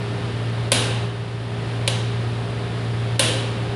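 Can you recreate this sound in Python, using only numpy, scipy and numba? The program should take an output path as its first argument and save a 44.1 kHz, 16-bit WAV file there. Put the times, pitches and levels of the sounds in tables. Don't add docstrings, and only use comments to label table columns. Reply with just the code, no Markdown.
import sys
import numpy as np
from scipy import signal
from scipy.fft import rfft, irfft, next_fast_len
from scipy.io import wavfile
from scipy.ndimage import uniform_filter1d, minimum_filter1d
from numba import njit

SR = 44100
rng = np.random.default_rng(int(sys.argv[2]) if len(sys.argv) > 2 else 0)


def master_out(mix):
    frames = np.transpose(np.atleast_2d(mix))
    ceiling = np.clip(frames, -1, 1)
    pcm = np.round(ceiling * 32767).astype(np.int16)
    wavfile.write(sys.argv[1], SR, pcm)


N = 165375

# shaft_multiple, level_db (rms)
FAN_LINES = [(1, -47), (2, -24.5), (3, -41), (4, -46), (6, -58.5), (7, -37.5)]
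# pitch_hz, level_db (rms)
DRONES = [(82, -46.5), (99.5, -45), (124, -44.5), (372, -60), (721, -52.5), (1264, -52), (1620, -57),
          (1794, -52)]
# time_s, gain_db
HUM_SWELL = [(0, -3), (.2, -2.5), (.55, 0.5), (1.03, 1), (1.3, -1), (1.6, -0.5), (2.1, 2), (2.45, -1.5),
             (2.68, -2.5), (3.05, 2), (3.45, 0), (3.75, -2.5)]
# freq_hz, density_db (per Hz)
AIR_SPECTRUM = [(20, -29), (45, -17), (70, -1), (140, 3.5), (220, -0.5), (310, 0), (400, -3), (540, -3.5),
                (750, -6), (1300, -10.5), (2200, -13.5), (3500, -14.5), (4900, -22), (6200, -31.5),
                (8000, -32.5), (10000, -29), (10900, -39.5), (11700, -69), (16000, -74)]
# time_s, gain_db
BACKGROUND_GAIN = [(0, 0), (1.05, 0), (1.09, -3.5), (1.4, -3.5), (1.75, -0.5), (3.1, -0.5), (3.75, 0)]
# freq_hz, t60_s
ROOM_T60 = [(200, 1.55), (800, 1.04), (3000, 0.94), (5500, 0.7355), (10000, 0.56), (14000, 0.05)]
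# freq_hz, gain_db
ROOM_COLOUR = [(100, -12.5), (270, 1), (400, -3), (540, 2.5), (750, -2.5), (1000, -0.5), (1300, -6),
               (1600, 1.5), (2000, -4.5), (2500, 1.5), (3100, 4.5), (4000, 0.8), (5500, -6), (7800, -7.5),
               (9400, 1.5), (10700, -0.5), (11500, -13.5), (12200, -60), (16000, -70)]
# freq_hz, density_db (per Hz)
CRACK_SPECTRUM = [(100, -25), (270, -7), (800, -9), (1300, -11), (1900, -2.5), (3000, 4), (4200, 1),
                  (5500, -8), (7500, -10), (9400, 3), (10800, -2), (12500, -30), (14500, -22), (16000, -47)]
# pitch_hz, t60_s, level_db
CASE_MODES = [(270, 0.056, -19), (470, .05, -25), (537, 0.065, -9.5), (604, 0.077, -14), (877, 0.092, -22),
              (1041, 0.13, -20.5), (1567, 0.061, -16), (1880, .04, -20), (2365, 0.033, -15),
              (2700, 0.062, -19), (3120, 0.017, -13.5), (3670, 0.028, -8.5), (4070, 0.041, -8.5),
              (9265, 0.033, -12)]
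# delay_s, level_db
REBOUNDS = [(.0021, -3), (.0064, -7), (0.0112, -5.5)]
# start_s, level_db, treble_db, thump_db, rebound_spacing (factor), room_db
PRESSES = [(0.7184, 0, -1, 1.5, 1, -0.5), (1.8767, -6.5, -6, 0.5, 0.66, -2),
           (3.1940, 0.14, -1, 2.5, 0.95, 0)]

SHAFT_HZ, SHAFT_DRIFT_RATIO = 57.85, 0.00078
WAVER_DB = 1.23
AIR_DB, AIR_FLICKER_DB = -30.5, -0.36
TAIL_DB, ROOM_ONSET_S = -12, 0.013
EARLY_DB, EARLY_T60_S = -17, 0.05
CRACK_DB, CRACK_T60_S, CASE_DB = -4, 0.022, -4
RING_ROOM_DB = -29.5
THUMP_HZ, TREBLE_FROM_HZ, TREBLE_HZ = 600, 7100, 9000
LIMIT_DB, LOOKAHEAD_S, RELEASE_S = -1.7, 0.02, 0.026
TOP_HZ = 15100


def undb(db):
    return 10 ** (np.asarray(db) / 20)


def unit(x):
    return x / np.sqrt(np.mean(x ** 2))


def at_hz(table, hz):
    freq_hz, value = np.array(table, float).T
    return np.interp(np.log(np.maximum(hz, 1)), np.log(freq_hz), value)


def curve(table):
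    time_s, value = np.array(table, float).T
    return np.interp(np.arange(N) / SR, time_s, value)


def colour(x, table):
    size = next_fast_len(2 * len(x), True) // 2 * 2
    gain = undb(at_hz(table, np.fft.rfftfreq(size, 1 / SR)))
    cepstrum = irfft(np.log(gain))
    cepstrum[1:size // 2] *= 2
    cepstrum[size // 2 + 1:] = 0
    response = np.exp(rfft(cepstrum))
    return irfft(rfft(x, size) * response)[:len(x)]


def fade(t, t60_s):
    return np.exp(-np.log(1000) * t / t60_s)


def walk(rate_hz):
    hold = int(SR / rate_hz)
    steps = np.repeat(rng.standard_normal(N // hold + 1), hold)
    smooth = uniform_filter1d(uniform_filter1d(steps, hold), hold)
    return unit(smooth[:N])


def delayed(x, seconds):
    start = max(int(round(seconds * SR)), 0)
    return np.pad(x, (start, N))[:N]


def air():
    rush = unit(colour(rng.standard_normal(N), AIR_SPECTRUM))
    return rush * undb(AIR_DB + AIR_FLICKER_DB * walk(12.4))


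def fan():
    drifting_s = np.cumsum(1 + SHAFT_DRIFT_RATIO * walk(3)) / SR
    lines = []
    for multiple, db in FAN_LINES:
        waver_db = curve(HUM_SWELL) if multiple == 2 else WAVER_DB * walk(5.45)
        lines.append((multiple * SHAFT_HZ, db + waver_db))
    for hz, db in DRONES:
        lines.append((hz, db + WAVER_DB * walk(4.96)))
    hum = np.zeros(N)
    for hz, db in lines:
        cycles = hz * drifting_s + rng.random()
        hum += np.sqrt(2) * undb(db) * np.sin(2 * np.pi * cycles)
    return hum


def room(size=32768):
    t, hz = np.arange(size) / SR, np.fft.rfftfreq(size, 1 / SR)
    noise = rfft(rng.standard_normal(size))
    centres_hz = np.geomspace(100, 16000, 16)
    tail = np.zeros(size)
    for centre_hz, share in zip(centres_hz, np.eye(len(centres_hz))):
        band = irfft(noise * np.interp(hz, centres_hz, share))
        tail += band * fade(t, at_hz(ROOM_T60, centre_hz))
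    early = undb(EARLY_DB) * rng.standard_normal(size) * fade(t, EARLY_T60_S)
    onset = 1 - np.exp(-(t / ROOM_ONSET_S) ** 2)
    return colour((undb(TAIL_DB) * tail + early) * onset, ROOM_COLOUR)


def contact(size=4096):
    t = np.arange(size) / SR
    crack = unit(colour(rng.standard_normal(size), CRACK_SPECTRUM)) * fade(t, CRACK_T60_S)
    ring = np.zeros(size)
    for k, (hz, t60_s, db) in enumerate(CASE_MODES):
        sign = (-1) ** k
        ring += sign * undb(db) * np.sin(2 * np.pi * hz * t) * fade(t, t60_s)
    return undb(CRACK_DB) * crack, undb(CASE_DB) * ring


def press(rebound_spacing, room_db):
    crack, ring = contact()
    blow = delayed(crack + ring, 0)
    for delay_s, db in REBOUNDS:
        rebound_crack, _ = contact()
        blow = blow + undb(db) * delayed(rebound_crack, delay_s * rebound_spacing)
    echo = undb(room_db) * room()
    ringing_echo = signal.fftconvolve(echo, ring)[:len(echo)]
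    return blow[:len(echo)] + echo + undb(RING_ROOM_DB) * ringing_echo


def clock():
    out = np.zeros(N)
    for start_s, db, treble_db, thump_db, rebound_spacing, room_db in PRESSES:
        tone = [(THUMP_HZ, thump_db), (2 * THUMP_HZ, 0), (TREBLE_FROM_HZ, 0), (TREBLE_HZ, treble_db)]
        knock = colour(press(rebound_spacing, room_db), tone)
        out += undb(db) * delayed(knock, start_s)
    return out


def scene():
    background = (fan() + air()) * undb(curve(BACKGROUND_GAIN))
    mono = background + clock()
    return np.array([mono, mono])


@njit
def recover(cut, keep):
    out, held = np.empty(len(cut)), 0.
    for i in range(len(cut)):
        held = max(cut[i], held * keep)
        out[i] = held
    return out


def record(dry):
    ahead = max(int(LOOKAHEAD_S * SR), 2)
    over = np.log(np.maximum(np.abs(dry).max(axis=0) / undb(LIMIT_DB), 1))
    coming = -minimum_filter1d(-over, ahead, origin=-(ahead // 2))
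    cut = recover(coming, np.exp(-1 / (RELEASE_S * SR)))
    cut = np.roll(uniform_filter1d(cut, ahead // 2), -(ahead // 4))
    lowpass = signal.ellip(8, .2, 80, TOP_HZ, fs=SR, output="sos")
    return signal.sosfilt(lowpass, dry * np.exp(-cut))


dry = scene()
out = record(dry)
master_out(out)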